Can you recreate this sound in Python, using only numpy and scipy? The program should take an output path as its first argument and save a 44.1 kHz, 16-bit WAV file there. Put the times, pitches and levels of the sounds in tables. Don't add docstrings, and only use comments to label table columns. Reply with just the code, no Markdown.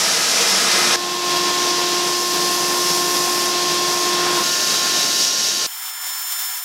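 import sys
import numpy as np
from scipy import signal
from scipy.fft import rfft, irfft
from scipy.io import wavfile
from scipy.ndimage import uniform_filter1d

SR = 44100
rng = np.random.default_rng(int(sys.argv[2]) if len(sys.argv) > 2 else 0)


def log_audio(samples):
    frames = np.atleast_2d(samples).T
    limited = np.clip(frames, -1, 1)
    pcm = np.round(limited * 32767).astype(np.int16)
    wavfile.write(sys.argv[1], SR, pcm)


N = 292824
TIME = np.arange(N) / SR
FREQS = np.maximum(np.fft.rfftfreq(N, 1 / SR), 1)

CUT_TIMES = [0.960, 4.432, 5.665]


def from_db(db):
    return np.exp(np.asarray(db) * (np.log(10) / 20))


def unit_rms(x):
    return x / np.sqrt(np.mean(x ** 2) + 1e-20)


def automation(points):
    return np.interp(TIME, *np.transpose(points))


def drift(rate_hz):
    step = 100
    size = N // step + 1
    rolloff = 1 + (np.fft.rfftfreq(size, step / SR) / rate_hz) ** 2
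    slow = irfft(rfft(rng.standard_normal(size)) / rolloff, size)
    return np.interp(np.arange(N) / step, np.arange(size), unit_rms(slow))


def coloured(x, response):
    return unit_rms(irfft(rfft(x) * response, N))


def fan(partials, waver_db, wander):
    blade_hz = 354.65
    phase = 2 * np.pi * np.cumsum(blade_hz * (1 + wander * drift(5.5))) / SR
    out = np.zeros(N)
    for harmonic, db in partials:
        level = from_db(db + waver_db * drift(8.1))
        out += level * np.sqrt(2) * np.sin(harmonic * phase + 2 * np.pi * rng.random())
    return out


def dust_extractor(drone_db, surge_db):
    # (harmonic [x blade rate], relative level [dB])
    room_partials = [(1, -0.5), (2, -8.5), (3, 1.56), (4, -14.5), (5, -8.5), (6, -25), (8, -23)]
    window_partials = [(1, -8.5), (2, -8), (3, -0.5), (4, -4), (5, -3.5)]
    close_partials = [(5, -8.5), (10, -9), (15, 2.5), (20, 1.7), (25, -2), (35, -21)]
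    room_hum = from_db(0.76 * drone_db) * fan(room_partials, waver_db=0.58, wander=0.00024)
    fade_in = np.clip((TIME - 0.55) / 0.44, 0, 1)
    bench = from_db(-33) * fade_in * room_hum
    behind = from_db(-28.5) * room_hum
    window = from_db(-34 + drone_db) * fan(window_partials, waver_db=1.0, wander=0.00021)
    slow_surge_db = uniform_filter1d(surge_db, size=int(.15 * SR))
    close = from_db(-42 + 1.23 * slow_surge_db) * fan(close_partials, waver_db=1.1, wander=.00005)
    return bench, behind, window, close


def edge_tones():
    # (time [s], pitch [Hz], bandwidth [Hz], peak level [dB], half length [s])
    whistles = [(0.433, 471, 12, -27, 0.04), (0.52, 5270, 400, -24, .035), (2.92, 5500, 110, -28.5, 0.055),
                (4.02, 6500, 200, -30, .03), (4.266, 1600, 900, -30.5, .1), (5.235, 5550, 450, -25, .03),
                (5.374, 5700, 140, -25, 0.079)]
    out = np.zeros(N)
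    for peak_s, hz, width_hz, db, half_s in whistles:
        band = signal.butter(2, [hz - width_hz / 2, hz + width_hz / 2], "band", fs=SR, output="sos")
        swell = np.exp(-((TIME - peak_s) / half_s) ** 2 / 2)
        out += from_db(db) * swell * unit_rms(signal.sosfilt(band, rng.standard_normal(N)))
    return out


def cabinet(colour, modes):
    hz, level_db = np.transpose(colour)
    broad_db = np.interp(np.log(FREQS), np.log(hz), level_db)
    peaks_db = sum(db / (1 + (2 * (FREQS - centre) / width) ** 2) for centre, width, db in modes)
    return from_db(broad_db + peaks_db)


def walls(x, echo_db, sway_s):
    out = x
    for lag_s in rng.uniform(.003, .025, 4):
        out = out + from_db(echo_db) * np.interp(TIME - lag_s - sway_s * drift(.7), TIME, x)
    return out


def surges():
    # (peak time [s], build-up [s], lift [dB])
    sweeps = [(0.42, .04, 1.9), (0.56, .06, 1), (0.78, .07, 0.5), (0.95, .05, 0.5), (1.37, 0.053, 0.5),
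              (1.68, 0.068, 1.4), (2.46, .09, 0.5), (2.91, 0.05, 1.7), (3.17, .025, 1.7), (4.76, .05, 1.7),
              (5.02, 0.1, 2), (5.245, 0.074, 3.2), (5.48, .08, 2), (5.895, 0.037, 4), (6.08, .05, 6),
              (6.21, 0.086, 4), (6.325, 0.038, 6.5), (6.43, 0.059, 7.3), (6.56, .065, 4.5)]
    out = np.zeros(N)
    for peak_s, build_s, db in sweeps:
        from_peak = (TIME - peak_s) / np.where(TIME < peak_s, build_s, .35 * build_s)
        out += db * np.exp(-np.minimum(from_peak ** 2 / 2, 20))
    return out


def grit(per_s):
    return (rng.random(N) < per_s / SR) * rng.standard_normal(N)


def blast(path, controls, roar_db, hiss_db, sizzle_db, roar_per_surge,
          echo_db, sway_s, flutter_db, gust_db, impacts_per_s=25000):
    drone_db, aim_db, surge_db = controls
    roar_share = 1 / (1 + (FREQS / 2300) ** 8)
    sizzle_share = 1 / (1 + (8000 / FREQS) ** 12)
    hiss_share = (1 - roar_share) * (1 - sizzle_share)
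    feed_db = flutter_db * drift(24)

    air = coloured(rng.standard_normal(N), path * np.sqrt(roar_share))
    roar = from_db(roar_db + drone_db + roar_per_surge * surge_db + gust_db * drift(14)) * air

    jet = coloured(walls(rng.standard_normal(N), echo_db, sway_s), path * np.sqrt(hiss_share))
    jet_top = irfft(rfft(jet) / (1 + (4400 / FREQS) ** 10), N)
    top_hiss = from_db(surge_db + 0.19 * aim_db) * jet_top
    low_hiss = from_db(0.74 * surge_db + 0.55 * drone_db - 0.36 * aim_db) * (jet - jet_top)
    hiss = from_db(hiss_db + feed_db) * (top_hiss + low_hiss)

    impacts = coloured(walls(grit(impacts_per_s), echo_db, sway_s), path * np.sqrt(sizzle_share))
    sizzle = from_db(sizzle_db + aim_db + 0.57 * surge_db + feed_db) * impacts
    return roar + hiss + sizzle


def nozzle(drone_db, surge_db):
    # (time [s], sizzle gain [dB])
    aim = [(0.9, 1.5), (1.0, -2.5), (1.9, -3), (2.25, 0.5), (2.95, 2.5), (3.48, 1.8), (3.54, -2.7),
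           (3.95, 0.2), (4.28, -2.5), (4.42, 1), (5.2, 0.5), (5.32, -2), (6.4, 2.5)]
    # (frequency [Hz], relative level [dB])
    bench_colour = [(40, -27), (65, -33), (100, -19), (140, -13), (170, -11.5), (300, -4), (1000, -2.5),
                    (2200, -4.5), (4200, -4), (5500, -0.5), (8300, -13), (11000, -18), (13000, -23.5),
                    (15600, -34)]
    behind_colour = [(40, -38), (65, -29), (100, -19.5), (125, -18.5), (160, -5), (300, -14.5), (1000, -8),
                     (2200, -8.5), (4200, -3), (5500, 0.0), (8300, -10), (11000, -11), (13000, -13.5),
                     (15600, -24)]
    window_colour = [(40, -41.7), (65, -31), (100, -28), (125, -21.5), (160, -13), (300, -10.5),
                     (1000, -14), (2200, -14.5), (4200, -8.5), (5500, -2.5), (8300, -13.5), (11000, -14.5),
                     (13000, -17), (15600, -26)]
    close_colour = [(40, -43), (150, -38), (260, -37.5), (400, -20.5), (640, -18), (760, -11.5),
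                    (1300, -1.5), (2600, -9), (4600, -6.5), (6500, -5.5), (9500, -6), (12000, -3.5),
                    (15600, 0.5)]
    # (frequency [Hz], width [Hz], boost [dB])
    bench_modes = [(190, 34, 10.5), (460, 17, 6.5), (667, 40, 5.5), (1280, 52, 9.5), (1433, 27, 6),
                   (1656, 26, 10), (1796, 40, 6), (2050, 30, 9.5), (2450, 80, 4.5)]
    behind_modes = [(183, 20, 2.6), (311, 77, 10.7), (430, 160, 7), (702, 280, 6.4), (973, 21, 10.4),
                    (1095, 25, 5.5), (2666, 110, 2.8), (3330, 110, 3.6), (4920, 150, 2.1)]
    window_modes = [(414, 14, 3.4), (618, 28, 4.3), (1315, 14, 10.5), (1600, 32, 5.8), (2940, 720, 4.1),
                    (3860, 180, 7.6), (4600, 341, 4.4), (6540, 200, 3.5)]
    close_modes = [(294, 14, 7.2), (743, 88, 10), (966, 170, 7.4), (1385, 64, 6.5), (1670, 52, 8.3),
                   (2109, 190, 7.1), (2350, 42, 7), (3160, 630, 8.4)]
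    controls = drone_db, automation(aim), surge_db
    bench = blast(cabinet(bench_colour, bench_modes), controls,
                  roar_db=-22.5, hiss_db=-18, sizzle_db=-28, roar_per_surge=.4,
                  echo_db=-12.5, sway_s=.00004, flutter_db=.48, gust_db=-.2)
    behind = blast(cabinet(behind_colour, behind_modes), controls,
                   roar_db=-27.5, hiss_db=-21.5, sizzle_db=-31, roar_per_surge=.24,
                   echo_db=-13, sway_s=.0001174, flutter_db=.42, gust_db=.6)
    window = blast(cabinet(window_colour, window_modes), controls,
                   roar_db=-29.5, hiss_db=-20, sizzle_db=-31, roar_per_surge=.2,
                   echo_db=-13.5, sway_s=.00005, flutter_db=.37, gust_db=.6)
    close = blast(cabinet(close_colour, close_modes), controls,
                  roar_db=-38.5, hiss_db=-36.5, sizzle_db=-29.6, roar_per_surge=.6,
                  echo_db=-9.5, sway_s=.00001, flutter_db=1.1, gust_db=.5, impacts_per_s=13000)
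    return bench, behind, window, close


def dip():
    drop_db, ease_db_per_s, end_s, release_s = -5, 7, 1.29, .06
    since_cut = TIME - CUT_TIMES[0]
    held = (since_cut > 0) * np.clip((end_s - TIME) / release_s, 0, 1)
    return from_db(held * (drop_db + ease_db_per_s * since_cut))


def cut_between(places):
    out = places[0]
    for cut_s, place in zip(CUT_TIMES, places[1:]):
        out = out + np.clip((TIME - cut_s) / .002 + .5, 0, 1) * (place - out)
    return out


def scene():
    # (time [s], gain [dB])
    drone = [(0.3, -1.9), (0.8, 1), (1.05, 1), (1.5, 1), (2.05, 0), (2.22, -2.5), (2.38, 0), (4.02, 0.1),
             (4.2, 1.5), (4.55, 1), (4.98, 1.8), (5.33, -3.8), (5.56, -5), (5.8, -1)]
    drone_db, surge_db = automation(drone), surges()
    hums = dust_extractor(drone_db, surge_db)
    sprays = nozzle(drone_db, surge_db)
    places = [hum + spray for hum, spray in zip(hums, sprays)]
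    mono = dip() * cut_between(places) + edge_tones()
    return np.stack([mono, mono])


def record(dry):
    cutoff_hz = 15750
    return signal.sosfilt(signal.ellip(12, .1, 90, cutoff_hz, fs=SR, output="sos"), dry)


dry = scene()
out = record(dry)
log_audio(out)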